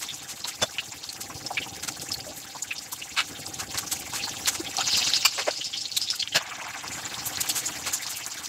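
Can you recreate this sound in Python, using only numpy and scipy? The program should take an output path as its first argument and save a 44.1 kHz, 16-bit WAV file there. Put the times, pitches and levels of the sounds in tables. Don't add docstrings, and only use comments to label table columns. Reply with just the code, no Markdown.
import sys
import numpy as np
from scipy import signal
from scipy.fft import rfft, irfft
from scipy.io import wavfile
from scipy.ndimage import uniform_filter1d

SR = 44100
rng = np.random.default_rng(int(sys.argv[2]) if len(sys.argv) > 2 else 0)


def wav_out(sig):
    wavfile.write(sys.argv[1], SR, np.round(np.clip(np.atleast_2d(sig).T, -1, 1) * 32767).astype(np.int16))


N = 373968


def water(slosh_db=-35.5):
    # f/Hz, level/dB
    splash_spectrum = [(400, -80), (650, -1.5), (1000, 0.5), (2400, -1), (3500, -11), (6000, -50)]
    # f/Hz, level/dB
    spray_spectrum = [(1500, -57), (2500, 0.5), (4300, 4.5), (5800, 6), (7400, 7), (8600, -9), (12000, -26)]
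    # f/Hz, level/dB
    fizz_spectrum = [(5000, -16), (7500, 8.5), (9000, 0), (11000, 1), (13000, -1.5), (15500, -1.5)]
    draining = amp(slosh_db) * surge(start_s=6.34, rise_s=0.03, hold_s=0, fade_db_per_s=7)
    slosh = colour(spatter(patch_db=5, flutter_db=0.5, grit_db=6.5), splash_spectrum)
    splash = colour(spatter(patch_db=5.5, flutter_db=1, grit_db=0.5), splash_spectrum)
    spray = spatter(patch_db=3.5, flutter_db=2, grit_db=5) * chatter(N, depth_db=2.6)
    fizz = spatter(patch_db=1.5, flutter_db=3.5, grit_db=5.8) * chatter(N, depth_db=1.3)
    return (draining * slosh + splash_gain() * splash
            + flow() * colour(spray, spray_spectrum) + fizz_gain() * colour(fizz, fizz_spectrum))


def gush(start_s=4.727, rise_s=0.19, rush_db=-24, dribble_db=-41.5):
    # f/Hz, level/dB
    spectrum = [(1000, -9), (2100, -8), (2900, 2.5), (3450, -2.5), (3950, 4.5), (5100, 4.5), (5800, -1.5),
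                (7400, -3), (8700, -18.5), (15000, -22.5)]
    rush = amp(rush_db) * surge(start_s, rise_s, hold_s=0.16, fade_db_per_s=37)
    dribble = amp(dribble_db) * (ramp(start_s, rise_s) - ramp(start_s=6.15, length_s=0.11))
    sizzle = colour(spatter(patch_db=4.7, flutter_db=1.4, grit_db=5.2), spectrum)
    return np.hypot(rush, dribble) * sizzle


def bubbles(count=150, lo_hz=1200, hi_hz=7500, db=2.4, size_db=1.5, band_ratio=1.18):
    out, splash, spray = np.zeros(N), splash_gain(), flow()
    for k, (when, pitch, length, size) in enumerate(rng.random((count, 4))):
        at = int((k + when) / count * (N - 1))
        height = pitch ** 0.7
        hz = lo_hz * (hi_hz / lo_hz) ** height
        shape = swell(0.014 + 0.022 * length, rise=0.25, tail_db=1, tail_s=0.027)
        burble = shaped(band(grit(len(shape), spread_db=3.5), hz / band_ratio, hz * band_ratio), shape)
        strength = splash[at] ** (1 - height) * spray[at] ** height
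        add(out, at / SR, amp(db + size_db * (2 * size - 2.5)) * strength * burble)
    return out


# f/Hz, width/Hz, level/dB
LID = [(207, 260, -8), (626, 220, 1), (1410, 460, -1), (3500, 44, 1.5), (3600, 5000, 3), (5150, 1000, -10),
       (6100, 210, -4.5), (7050, 150, -8)]
# f/Hz, width/Hz, level/dB
DISH = [(1170, 720, -5), (2400, 44, -3.5), (2850, 330, -1.5), (3665, 100, -13), (4420, 180, -10),
        (4620, 49, -2), (5230, 640, -1.5), (7360, 80, -5), (7300, 1500, -6), (13100, 5600, -7.5)]
# f/Hz, width/Hz, level/dB
PAN = [(220, 290, -16), (634, 350, -8.5), (1710, 410, -4), (2930, 560, -2.5), (4210, 98, -19),
       (4360, 1740, -1), (6750, 890, -7.5), (12200, 4000, -16)]
# f/Hz, width/Hz, level/dB
BOWL = [(1490, 1050, 0.5), (2260, 67, -4.5), (2640, 370, -1.5), (2940, 70, -5), (4000, 110, -12),
        (3200, 1800, 2), (6940, 1600, -8)]


def knocks():
    # t/s, length/s, level/dB, modes of the thing struck
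    rattles = [(0.613, 0.033, -21.5, LID), (3.162, 0.062, -23.5, BOWL), (5.248, .020, -15, DISH),
               (6.343, 0.042, -20, PAN)]
    out = np.zeros(N)
    for s, length, db, modes in rattles:
        shape = swell(length, rise=0.49, tail_db=-10, tail_s=0.019)
        rattle = clatter(2 * len(shape), per_s=700, bed_db=-1.5)
        ring = np.zeros(len(shape))
        for hz, width, mode_db in modes:
            lo = np.hypot(hz, width / 2) - width / 2
            ring += amp(mode_db) * shaped(band(rattle, lo, lo + width)[len(shape):], shape)
        add(out, s, amp(db) * unit(ring) * np.sqrt(np.mean(shape ** 2)))
    return out


def clinks(band_ratio=1.085, rasp_db=-5.5, hard_hz=3800, snap_db=7, snap_s=0.0009):
    # t/s, length/s, level/dB, f/Hz
    contacts = [(0.082, 0.043, -37.5, 3480), (0.142, .018, -39.5, 7000), (0.439, 0.027, -37, 4000),
                (0.442, 0.026, -42.5, 980), (0.616, 0.027, -41, 115), (0.784, 0.022, -30.5, 2720),
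                (1.088, 0.021, -36.5, 4320), (1.296, 0.018, -41, 1090), (1.345, 0.025, -44, 124),
                (1.463, 0.015, -33, 5320), (1.502, 0.021, -32, 816), (1.569, 0.023, -26, 2420),
                (1.613, 0.036, -37.5, 3030), (1.66, 0.021, -43, 846), (2.088, 0.013, -37.5, 7000),
                (2.115, 0.016, -29, 5160), (2.139, 0.012, -32, 4430), (2.202, 0.013, -39, 4800),
                (2.254, 0.067, -45.5, 587), (2.545, 0.026, -40, 950), (2.622, 0.016, -31.5, 7000),
                (2.705, 0.031, -32, 2550), (2.781, 0.02, -35.5, 5000), (2.919, 0.029, -43, 1020),
                (3.015, 0.023, -37.5, 2700), (3.824, .026, -44, 1160), (4.19, 0.033, -38, 2630),
                (4.229, 0.05, -33.5, 4320), (4.27, 0.021, -39, 886), (4.593, 0.025, -35.5, 327),
                (4.66, 0.025, -36.5, 3300), (4.774, 0.031, -32, 784), (4.8, 0.027, -35, 1330),
                (4.924, 0.044, -30, 4830), (5.007, 0.029, -41, 740), (5.154, 0.024, -27, 4830),
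                (5.472, 0.024, -26, 606), (5.508, 0.013, -31.5, 4400), (5.566, 0.039, -38.5, 4900),
                (5.607, 0.026, -34, 3020), (5.641, 0.047, -34.5, 5100), (5.727, 0.042, -34.5, 3200),
                (5.772, 0.033, -34.5, 4740), (5.807, 0.025, -34.5, 5317), (5.851, 0.021, -34.5, 4200),
                (5.914, 0.022, -35, 4650), (5.965, 0.021, -25.5, 3900), (6.011, 0.051, -31.5, 5030),
                (6.068, 0.054, -35.5, 3740), (6.104, 0.036, -31.5, 5100), (6.126, 0.024, -42, 1340),
                (6.193, 0.027, -28.5, 4470), (6.222, 0.016, -28, 3210), (6.319, 0.028, -35.5, 3080),
                (6.607, 0.032, -41.5, 940), (6.916, 0.085, -41, 7060), (7.497, 0.022, -30.5, 4460),
                (7.655, 0.039, -31.5, 6960), (7.933, 0.033, -30, 6850)]
    out = np.zeros(N)
    for s, length, db, hz in contacts:
        softness = 1 / (1 + (hz / hard_hz) ** 4)
        shape = swell(length, rise=0.4 * softness, tail_db=-22, tail_s=0.039)
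        contact = clatter(len(shape), per_s=600, bed_db=-0.5)
        ring = shaped(band(contact, hz / band_ratio, hz * band_ratio), shape)
        rasp = shaped(band(contact, hz * 0.6, hz * 1.545, order=3), shape)
        sharpness = (1 - softness) * min(0.017 / length, 1) ** 2
        snap = sharpness * ping(np.arange(len(shape)) / SR, hz, snap_s)
        add(out, s, amp(db) * (ring + amp(rasp_db) * rasp + amp(snap_db) * snap))
    return out


def ticks(rise_s=0.00039, wake_db=-14, wake_s=0.0084):
    # t/s, peak level/dB, f/Hz
    taps = [(0.446, -17, 4100), (0.784, -15, 2780), (1.04, -21.5, 4450), (1.997, -25, 5030),
            (3.465, -21, 5040), (3.543, -22, 6560), (3.776, -16.5, 4400), (4.459, -13.5, 4140),
            (4.768, -13, 5940), (4.785, -13, 4320), (5.136, -7.5, 3860), (6.102, -10.5, 5170),
            (6.275, -18, 3130), (6.879, -22.5, 4900), (7.143, -19.5, 3560), (7.372, -16, 4130),
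            (8.066, -18.5, 5130), (8.264, -18, 6720)]
    out, t = np.zeros(N), np.arange(1800) / SR
    for s, db, hz in taps:
        wake = unit(band(rng.standard_normal(len(t)), hz * 0.58, hz * 1.39)) * np.exp(-t / wake_s)
        add(out, s, amp(db) * (ping(t, hz, rise_s) + amp(wake_db) * wake))
    return out


def scrapes_and_spits(pivot_hz=5380):
    # t/s, length/s, level/dB, tilt/(dB per octave)
    strokes = [(0.008, 0.045, -36, 2), (0.28, 0.061, -41, 3.5), (0.47, 0.038, -35, 3),
               (1.127, 0.0065, -38, 7), (1.204, 0.022, -37, 7), (1.824, 0.029, -35.5, 2),
               (1.874, 0.026, -32, 1.2), (2.011, 0.027, -38.5, 5), (2.125, 0.031, -50, 16),
               (2.355, .05, -47.5, 12.5), (2.916, 0.028, -40, 13), (3.585, 0.038, -35.5, 1),
               (3.734, 0.037, -39, -2), (3.771, 0.031, -30, 3), (3.91, 0.033, -29, 5.5),
               (4.128, 0.075, -35, 2), (4.467, 0.035, -24, 2.5), (4.542, 0.025, -34.5, 1),
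               (4.967, 0.019, -29, 4), (5.373, 0.055, -36, -3.5), (5.464, 0.04, -38.5, -5.5),
               (5.965, 0.019, -28.5, 8), (6.15, .022, -41, 8), (7.254, 0.037, -39.5, 16),
               (7.404, 0.017, -26, 7.5), (7.486, 0.027, -29, 7), (7.545, 0.067, -31.5, 6),
               (7.858, 0.037, -32, 0), (7.923, 0.037, -33, 7.5), (8.088, 0.039, -38.5, 7.5),
               (8.163, 0.026, -42, 12.5)]
    # low f/Hz, high f/Hz, level/dB
    bands = [(418, 870, -12.5), (1010, 2880, -1.5), (2690, 5550, -0.5), (6250, 7880, -2.5),
             (8200, 11700, -9.5), (11330, 14500, -13.5)]
    out = np.zeros(N)
    for s, length, db, tilt in strokes + spits():
        shape = swell(length, rise=0.43, tail_db=-19, tail_s=0.059)
        rub = clatter(len(shape), per_s=1200, bed_db=0)
        for lo, hi, band_db in bands:
            tilt_db = tilt * np.log2(np.sqrt(lo * hi) / pivot_hz)
            swish = band(rub * chatter(len(shape), depth_db=1.5), lo, hi, order=3)
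            add(out, s, amp(db + band_db + tilt_db) * shaped(swish, shape))
    return out


def spits(count=30, length_s=0.016, spread_db=5, tilt_db_per_octave=6):
    mean_db = 20 * np.log10(fizz_gain()) - 3
    return [(when * N / SR, length_s * (0.5 + length),
             mean_db[int(when * N)] + spread_db * (2 * size - 1), tilt_db_per_octave)
            for when, length, size in rng.random((count, 3))]


def stove(idle_db=-51.5, flare_db=7, rise_s=0.14, fall_s=0.15):
    # f/Hz, level/dB
    spectrum = [(40, -17.5), (75, 0), (115, 4.5), (170, -1), (240, -2), (300, 4), (380, -6), (520, -2),
                (660, -9.5), (800, 4.5), (950, -25), (2000, -24)]
    # start t/s, end t/s
    flares = [(1.12, 2.295), (3.17, 5.17), (6.77, 7.86)]
    flare = sum(ramp(start, rise_s) - ramp(end, fall_s) for start, end in flares)
    strength = amp(idle_db + flare_db * flare) * lull(depth_db=-1 * (1 - flare))
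    return strength * colour(spatter(patch_db=2.5, flutter_db=1, grit_db=0.5), spectrum)


def kitchen(x, wet_db, decay_s):
    t = np.arange(SR // 20) / SR
    echoes = band(rng.standard_normal(len(t)), 2200, 15000) * np.exp(-t / decay_s) * (t > 0.001)
    wet = signal.oaconvolve(x, echoes / np.linalg.norm(echoes))[:N]
    return (x + amp(wet_db) * wet) / np.hypot(1, amp(wet_db))


def flow():
    # t/s, level/dB
    course = [(0, -42.5), (2.6, -44), (3.7, -41.5), (4.35, -38.5), (5.3, -39.5), (6.6, -44), (7.45, -36.5),
              (8.48, -40)]
    s, db = np.transpose(course)
    return amp(np.interp(np.arange(N) / SR, s, db))


def splash_gain():
    return amp(-5.5) * flow() * lull(depth_db=-15.5)


def fizz_gain():
    return amp(-5) * flow() * lull(depth_db=-13.5)


def lull(depth_db, start_s=4.76, drop_s=0.2, hold_s=0.2, return_s=2.13):
    return amp(depth_db * (ramp(start_s, drop_s) - ramp(start_s + drop_s + hold_s, return_s)))


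def spatter(patch_db, flutter_db, grit_db):
    def smooth(x, size, axis):
        return uniform_filter1d(uniform_filter1d(x, size, axis), size, axis)

    def spurts(x):
        return smooth(x, size=12, axis=0) - smooth(x, size=45, axis=0)

    frames = signal.stft(grit(N, grit_db), nperseg=256, noverlap=192)[2].T
    patches = unit(smooth(spurts(rng.standard_normal(frames.shape)), size=5, axis=1))
    flutter = unit(spurts(rng.standard_normal((len(frames), 1))))
    frames *= amp(patch_db * patches + flutter_db * flutter)
    return signal.istft(frames.T, nperseg=256, noverlap=192)[1][:N]


def grit(count, spread_db):
    noise, size = rng.standard_normal((2, count))
    return unit(noise * amp(spread_db * np.clip(size, -2.5, 2.5)))


def clatter(count, per_s, bed_db):
    hits = (rng.random(count) < per_s / SR) * rng.choice([-1, 1], count)
    return unit(hits) + amp(bed_db) * grit(count, spread_db=4)


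def chatter(count, depth_db):
    lumps = uniform_filter1d(uniform_filter1d(rng.standard_normal(count), size=130), size=60)
    return amp(depth_db * unit(lumps))


def ping(t, hz, rise_s):
    return np.sin(2 * np.pi * hz * t) * t / rise_s * np.exp(1 - t / rise_s)


def swell(length, rise, tail_db, tail_s):
    t = np.arange(int((length + 0.08) * SR)) / SR
    progress, top = t / length, np.clip(rise, 0.05, 0.9)
    attack = np.sin(np.pi / 2 * progress / top)
    release = np.exp(-1.7 * ((progress - top) / (1 - top)) ** 2)
    wake = amp(tail_db) * np.minimum(progress, 1) * np.exp(-t / tail_s)
    shape = np.where(progress < top, attack, release) + wake
    return shape * np.sqrt(length * SR / np.sum(shape ** 2))


def surge(start_s, rise_s, hold_s, fade_db_per_s):
    fading_s = np.maximum(np.arange(N) / SR - start_s - rise_s - hold_s, 0)
    return ramp(start_s, rise_s) * amp(-fade_db_per_s * fading_s)


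def ramp(start_s, length_s):
    return np.clip((np.arange(N) / SR - start_s) / length_s, 0, 1)


def shaped(x, shape):
    return x * shape * np.sqrt(np.sum(shape ** 2) / np.sum((x * shape) ** 2))


def colour(x, points):
    hz, db = np.transpose(points)
    f = np.fft.rfftfreq(len(x), 1 / SR)
    gain = amp(np.interp(np.log(f + 1), np.log(hz), db)) * np.minimum(f / hz[0], 1) ** 2
    return unit(irfft(rfft(x) * gain, len(x)))


def band(x, lo_hz, hi_hz, order=2):
    sos = signal.butter(order, [lo_hz, min(hi_hz, SR / 2 - 100)], "band", fs=SR, output="sos")
    return signal.sosfilt(sos, x)


def amp(db):
    return 10 ** (np.asarray(db) / 20)


def unit(x):
    return x / np.sqrt(np.mean(x ** 2) + 1e-20)


def add(mix, s, sound):
    part = mix[max(round(s * SR), 0):][:len(sound)]
    part += sound[:len(part)]


def scene():
    hiss = kitchen(amp(-1) * water() + gush() + bubbles(), wet_db=-11, decay_s=0.0055)
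    handling = kitchen(knocks() + scrapes_and_spits() + clinks(), wet_db=-13, decay_s=0.0021)
    return (hiss + handling + ticks() + stove())[None]


def record(dry):
    lowpass = signal.firwin(401, cutoff=15700, window=("kaiser", 8), fs=SR)
    return signal.oaconvolve(dry, lowpass[None], "same")


dry = scene()
out = record(dry)
wav_out(out)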